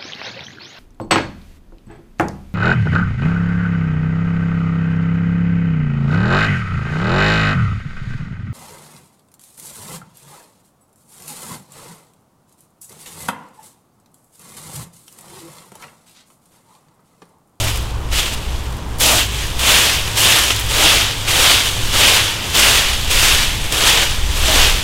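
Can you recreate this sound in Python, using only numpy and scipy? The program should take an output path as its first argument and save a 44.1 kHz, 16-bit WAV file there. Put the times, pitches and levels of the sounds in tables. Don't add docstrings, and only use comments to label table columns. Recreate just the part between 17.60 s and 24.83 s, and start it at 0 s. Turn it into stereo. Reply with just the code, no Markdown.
import sys
import numpy as np
from scipy import signal
from scipy.fft import rfft, irfft, next_fast_len
from scipy.io import wavfile

SR = 44100
rng = np.random.default_rng(int(sys.argv[2]) if len(sys.argv) > 2 else 0)


def dump(signal):
    limited = np.clip(np.atleast_2d(signal).T, -1, 1)
    pcm = np.round(limited * 32767).astype(np.int16)
    wavfile.write(sys.argv[1], SR, pcm)


N = 318843

# pitch_hz, relative level_db (per Hz)
LEAF_SPECTRUM = [(200, -49), (700, -18), (1500, -7.5), (2100, -6), (2550, -3.5), (2950, -1.25),
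                 (3380, -1.5), (3700, -3.5), (4100, -7.5), (4700, -8.5), (6500, -15), (10000, -29),
                 (16000, -40)]
# pitch_hz, relative level_db (per Hz)
COMB_SPECTRUM = [(1500, -32), (3500, -5), (5000, -1.5), (6500, 1), (8200, 0), (9500, -3), (12500, -7),
                 (14500, -10.5), (16000, -16.5)]
# pitch_hz, relative level_db (per Hz)
DRAG_SPECTRUM = [(90, -29), (190, -6), (310, -3), (500, 1), (750, -1), (1200, -1), (1800, -15.5),
                 (3000, -20)]


def raking():
    rustle_db, hiss_db, drag_db = effort()
    fractures_per_s = 80000 * gain_of(0.5 * (rustle_db + 15))

    crushing = crackle(fractures_per_s, spread_db=2.0, cycles=2.06, patchy_db=1.34)
    leaves = colour(crushing, LEAF_SPECTRUM) * gain_of(rustle_db + 1.74)

    combing = crackle(fractures_per_s, spread_db=1.0, cycles=1.55, patchy_db=1.1)
    comb = colour(combing, COMB_SPECTRUM)
    highpass = signal.butter(2, 10000, "high", fs=SR, output="sos")
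    treble = signal.sosfiltfilt(highpass, comb)
    comb = comb + treble * (gain_of(0.89 * (hiss_db + 6.5)) - 1)
    tines = comb * gain_of(rustle_db + hiss_db + 0.78)

    scraping = crackle(fractures_per_s, spread_db=3.5, cycles=2.85, patchy_db=0.8)
    contact = 1 / (1 + gain_of(-35.5 - rustle_db) ** 2)
    turf = colour(scraping, DRAG_SPECTRUM) * contact * gain_of(rustle_db + drag_db + 1.4)
    return catches(per_s=86, decay_s=0.0068, depth=0.27) * (leaves + tines + turf)


def crackle(per_s, spread_db, cycles, patchy_db, count=18):
    size = next_fast_len(N)
    t = np.arange(1024) / SR
    clumps = np.arange(0, N + SR // 25, SR // 25)
    total, power = 0, 0
    for hz in np.geomspace(400, 15000, count):
        clump_db = patchy_db * rng.standard_normal(len(clumps))
        at = np.flatnonzero(rng.random(N) < per_s / count / SR)
        size_db = spread_db * np.minimum(rng.exponential(1, len(at)), 4)
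        size_db = size_db + np.interp(at, clumps, clump_db)
        clicks = np.zeros(N)
        clicks[at] = rng.choice([-1, 1], len(at)) * gain_of(size_db) / np.sqrt(per_s[at])
        ring = rfft(np.exp(-t * hz / cycles) * np.cos(2 * np.pi * hz * t), size)
        ring /= abs(ring).max()
        total = total + rfft(evened(clicks), size) * ring
        power = power + abs(ring) ** 2
    return irfft(total / np.sqrt(power), size)[:N]


def catches(per_s, decay_s, depth):
    jolts = rng.exponential(1, N) * (rng.random(N) < per_s / SR)
    flurry = signal.lfilter([1], [1, -np.exp(-1 / (decay_s * SR))], jolts)
    return evened(np.sqrt(1 + abs(depth) * flurry))


# brush_db of leaves on the way down, land_db on landing, settle_db of settling
# leaves, hiss_db of the tines, drag_db on the ground
RAKE_STROKES = [(-0.108, .031, 0.29, -24, -16.5, -3, -20, -1.5, -4.5),
                (0.492, 0.074, .17, -22, -21, -3.5, -15, -4, -11),
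                (1.379, .11, .15, -16.5, -27, -3, -15, -1, -8.5),
                (1.963, .17, .24, -13, -20, -10.5, -15, -3.5, -9),
                (2.538, 0.13, 0.26, -14, -15.5, -5.5, -13, -3, -9),
                (3.072, .21, .213, -13.5, -20.5, -8.5, -17.5, -5, -9),
                (3.649, .23, .157, -12, -19, -7.5, -11.5, -5, -10.5),
                (4.303, .13, 0.29, -13.5, -14, -7, -19, -4.5, -8.5),
                (4.917, .158, .231, -13, -13, -2.5, -12, -4.5, -11),
                (5.48, 0.2, .21, -14, -17, -4.5, -13.5, -4.5, -12.5),
                (6.092, .24, 0.18, -15, -16.5, -7, -13.5, -5.5, -9),
                (6.732, .27, .16, -13.5, -16, -12, -12.5, -5.5, -9.5)]
# loudest_s, length_s, level_db of their rustle
LEAF_HEAPS = [(0.095, 0.043, -26.5), (0.591, .058, -20.5), (0.735, .048, -26.5), (0.923, .52, -37.5),
              (1.586, .15, -18.5), (1.8, 0.25, -27), (2.345, 0.11, -21.5), (2.787, 0.098, -23),
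              (2.915, 0.037, -20.5), (3.325, .035, -17.5), (4.071, 0.082, -22), (4.548, 0.085, -19.5),
              (5.182, 0.099, -20), (6.285, .14, -17)]
STIR_DB = -47.0


def effort():
    power = sum(stroke(*row) for row in RAKE_STROKES)
    power = power + sum(heap(*row) for row in LEAF_HEAPS) + loose(gain_of(STIR_DB))
    rustle_db, hiss_db, drag_db = 10 * np.log10(power)
    return rustle_db, hiss_db - rustle_db, drag_db - rustle_db


LAND_S = 0.036
BRUSH_S = 0.265
SLOWED_DB = -10.0
SETTLE_DB_PER_S = 13.5
HISS_SAG_DB_PER_S, DRAG_SAG_DB_PER_S = 8, 11


def stroke(start, rise, slow, db, brush_db, land_db, settle_db, hiss_db, drag_db):
    t = np.maximum(np.arange(N) / SR - start, 0)
    landing_db = land_db * np.cos(np.pi / 2 * np.minimum(t / rise, 1)) ** 2
    slowing_db = SLOWED_DB * (np.maximum(t - rise, 0) / slow) ** 2
    pull = np.minimum(t / LAND_S, 1) ** 2 * gain_of(db + landing_db + slowing_db)
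    hiss = gain_of(hiss_db - HISS_SAG_DB_PER_S * (t - rise))
    drag = gain_of(drag_db - DRAG_SAG_DB_PER_S * (t - rise))

    rest_db = SETTLE_DB_PER_S * np.maximum(t - rise - slow, 0)
    settle = np.minimum(t / (rise + slow), 1) ** 2 * gain_of(db + settle_db - rest_db)
    pulled = np.array([pull, pull * hiss, pull * drag]) ** 2
    return pulled + loose(settle) + heap(start, BRUSH_S, db + brush_db)


def heap(s, length, db):
    return loose(gain_of(db) * swell(s, length))


SETTLE_HISS_DB, SETTLE_DRAG_DB = -4.5, -12


def loose(size):
    return (size * gain_of([[0], [SETTLE_HISS_DB], [SETTLE_DRAG_DB]])) ** 2


# loudest_s, level_db, length_s
TURF_SCUFFS = [(0.04, -31.5, 0.18), (1.513, -21, 0.18), (3.24, -22.5, 0.15), (6.942, -22.5, 0.2)]
# pitch_hz, width_hz, relative level_db
FAN_HOLLOW = [(318, 79, 1.5), (637, 135, 3.5), (780, 41, -2.5)]


def scuffs():
    friction = rng.standard_normal(N)
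    pressure = np.zeros(N)
    for s, db, length in TURF_SCUFFS:
        pressure += gain_of(db) * swell(s, length)
    boom = np.zeros(N)
    for hz, width, db in FAN_HOLLOW:
        b, a = signal.iirpeak(hz, hz / width, fs=SR)
        boom += gain_of(db) * signal.lfilter(b, a, friction)
    return pressure * evened(boom)


# start_s, peak level_db, pitch_hz
STEM_SNAPS = [(0.1584, -15, 6960), (0.1735, -16, 7260), (0.5254, -18, 7210), (0.7378, -18, 7070),
              (1.1256, -26, 6290), (1.1677, -26, 7030), (1.3854, -17, 9900), (1.4014, -9, 8280),
              (1.4077, -6, 8220), (1.8224, -24, 6200), (1.8682, -16, 7980), (1.9939, -11, 7140),
              (2.963, -10, 6025), (2.997, -9.5, 9740), (3.0117, -14, 7680), (3.0638, -17, 6080),
              (3.5828, -20.5, 7010), (3.675, -18, 6326), (5.5033, -14, 6220), (6.1235, -8, 6490)]


def snaps():
    out = np.zeros(N)
    t = np.arange(2500) / SR
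    fade = np.exp(-t / 0.0015) + 0.36 * np.exp(-t / 0.011)
    for s, db, hz in STEM_SNAPS:
        noise = rng.standard_normal(len(t))
        edges_hz = [hz * 0.55, min(hz * 1.6, SR / 2.2)]
        band = signal.butter(1, edges_hz, "band", fs=SR, output="sos")
        burst = signal.sosfilt(band, noise * fade)
        add(out, s, gain_of(db) * burst / abs(burst).max())
    return out


# start_s, level_db (8 dB above the peak it is played at)
FAN_CLACKS = [(1.562, 1), (2.905, 9), (2.908, 9), (3.119, 1), (3.198, -8), (3.703, -8), (4.951, 3),
              (5.503, -5), (6.123, -4), (6.237, 8), (6.884, 8)]
# pitch_hz (before detuning), relative level_db, t60_s
FAN_MODES = [(520, -6, 0.0084), (1230, -8, 0.0093), (2060, -12, 0.0076), (2800, -4, .008),
             (3210, 3, 0.0058), (5600, 1, 0.0034)]


def clacks():
    out = np.zeros(N)
    t = np.arange(2000) / SR
    for s, db in FAN_CLACKS:
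        ring = np.zeros(len(t))
        for hz, level, t60 in FAN_MODES:
            struck_hz = hz * (1 + 0.058 * rng.uniform(-1.2, 1))
            ring += gain_of(level - 60 * t / t60) * np.sin(2 * np.pi * struck_hz * t)
        ring = ring * (1 - np.exp(-t / 0.00047))
        add(out, s, gain_of(db - 8.0) * ring / abs(ring).max())
    return out


# time_s, level_db (before a 3.5 dB lift)
WIND_GUSTS = [(0, -28), (0.3, -28), (0.62, -28), (1.7, -34), (1.93, -24.5), (2.15, -38), (2.45, -27.5),
              (2.74, -44), (2.98, -24.5), (3.5, -34), (3.8, -25), (4.0, -37), (4.25, -23.5), (4.75, -38),
              (5.45, -20), (6.35, -29), (6.55, -21.5), (7.23, -21)]
# pitch_hz, relative level_db (per Hz)
WIND_SPECTRUM = [(5, 4), (15, 2.5), (27, 3.5), (45, -4), (80, -8), (150, -27.5), (400, -35), (2000, -80)]
# time_s, level_db (before a 0.5 dB lift)
LOW_ENGINE = [(0, -25), (0.3, -23.5), (1.0, -29), (1.75, -25.5), (2.7, -37), (3.1, -29), (4.75, -40.5),
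              (5.0, -28.5), (6.3, -35), (6.75, -24), (7.23, -30)]
# time_s, level_db (before a 2.5 dB cut)
HIGH_ENGINE = [(0, -20), (0.15, -23), (0.45, -35.5), (2.4, -38.5), (2.55, -28), (3.65, -26.5), (4.0, -37),
               (4.43, -25.5), (4.7, -37), (7.23, -34.5)]
# pitch_hz, relative level_db (per Hz)
TRAFFIC_SPECTRUM = [(20, -18), (40, 1), (60, -1.5), (110, 1), (160, -7), (220, -12), (400, -13.5),
                    (650, -17.5), (950, -14.5), (1400, -21.5), (2200, -28.5), (6000, -48), (16000, -60)]
TRAFFIC_DB = -27


def outdoors():
    (gust_db,), (low_db,), (high_db,) = follow(WIND_GUSTS), follow(LOW_ENGINE), follow(HIGH_ENGINE)
    wind = gain_of(gust_db + 3.5) * colour(rng.standard_normal(N), WIND_SPECTRUM)
    low = gain_of(low_db + 0.5) * drone(hz=60.6, waver=0.059)
    high = gain_of(high_db - 2.5) * drone(hz=104.4, waver=0.026)
    traffic = gain_of(TRAFFIC_DB) * colour(rng.standard_normal(N), TRAFFIC_SPECTRUM)
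    return wind + low + high + traffic


def drone(hz, waver):
    pitch_hz = hz * (1 + waver * wander(5.7))
    tone = np.sin(2 * np.pi * np.cumsum(pitch_hz) / SR)
    return evened(tone * gain_of(2.4 * wander(5)))


def wander(rate):
    hz = np.fft.rfftfreq(N, 1 / SR)
    shape = (hz > rate / 10) / (1 + (hz / rate) ** 2)
    return evened(irfft(rfft(rng.standard_normal(N)) * shape, N))


def swell(s, length):
    return np.cos(np.pi * np.clip((np.arange(N) / SR - s) / length, -0.5, 0.5))


def colour(x, points):
    size = next_fast_len(N)
    hz, db = np.transpose(points)
    log_hz = np.log(np.fft.rfftfreq(size, 1 / SR) + 1)
    shape = gain_of(np.interp(log_hz, np.log(hz + 1), db))
    return evened(irfft(rfft(x, size) * shape, size)[:N])


def follow(rows):
    s, *columns = np.transpose(rows)
    return [np.interp(np.arange(N) / SR, s, c) for c in columns]


def gain_of(db):
    return 10 ** (np.asarray(db) / 20)


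def evened(x):
    return x / np.sqrt(np.mean(x ** 2) + 1e-20)


def add(mix, s, sound):
    part = mix[max(round(s * SR), 0):][:len(sound)]
    part += sound[:len(part)]


def scene():
    mono = raking() + scuffs() + snaps() + clacks() + outdoors()
    return np.array([mono, mono])


EDGE_HZ = 15870


def record(dry):
    limited = 0.95 * dry / (1 + dry ** 6) ** (1 / 6)
    lowpass = signal.firwin(801, EDGE_HZ, window=("kaiser", 9), fs=SR)
    return signal.oaconvolve(limited, lowpass[None], "same")


dry = scene()
out = record(dry)
dump(out)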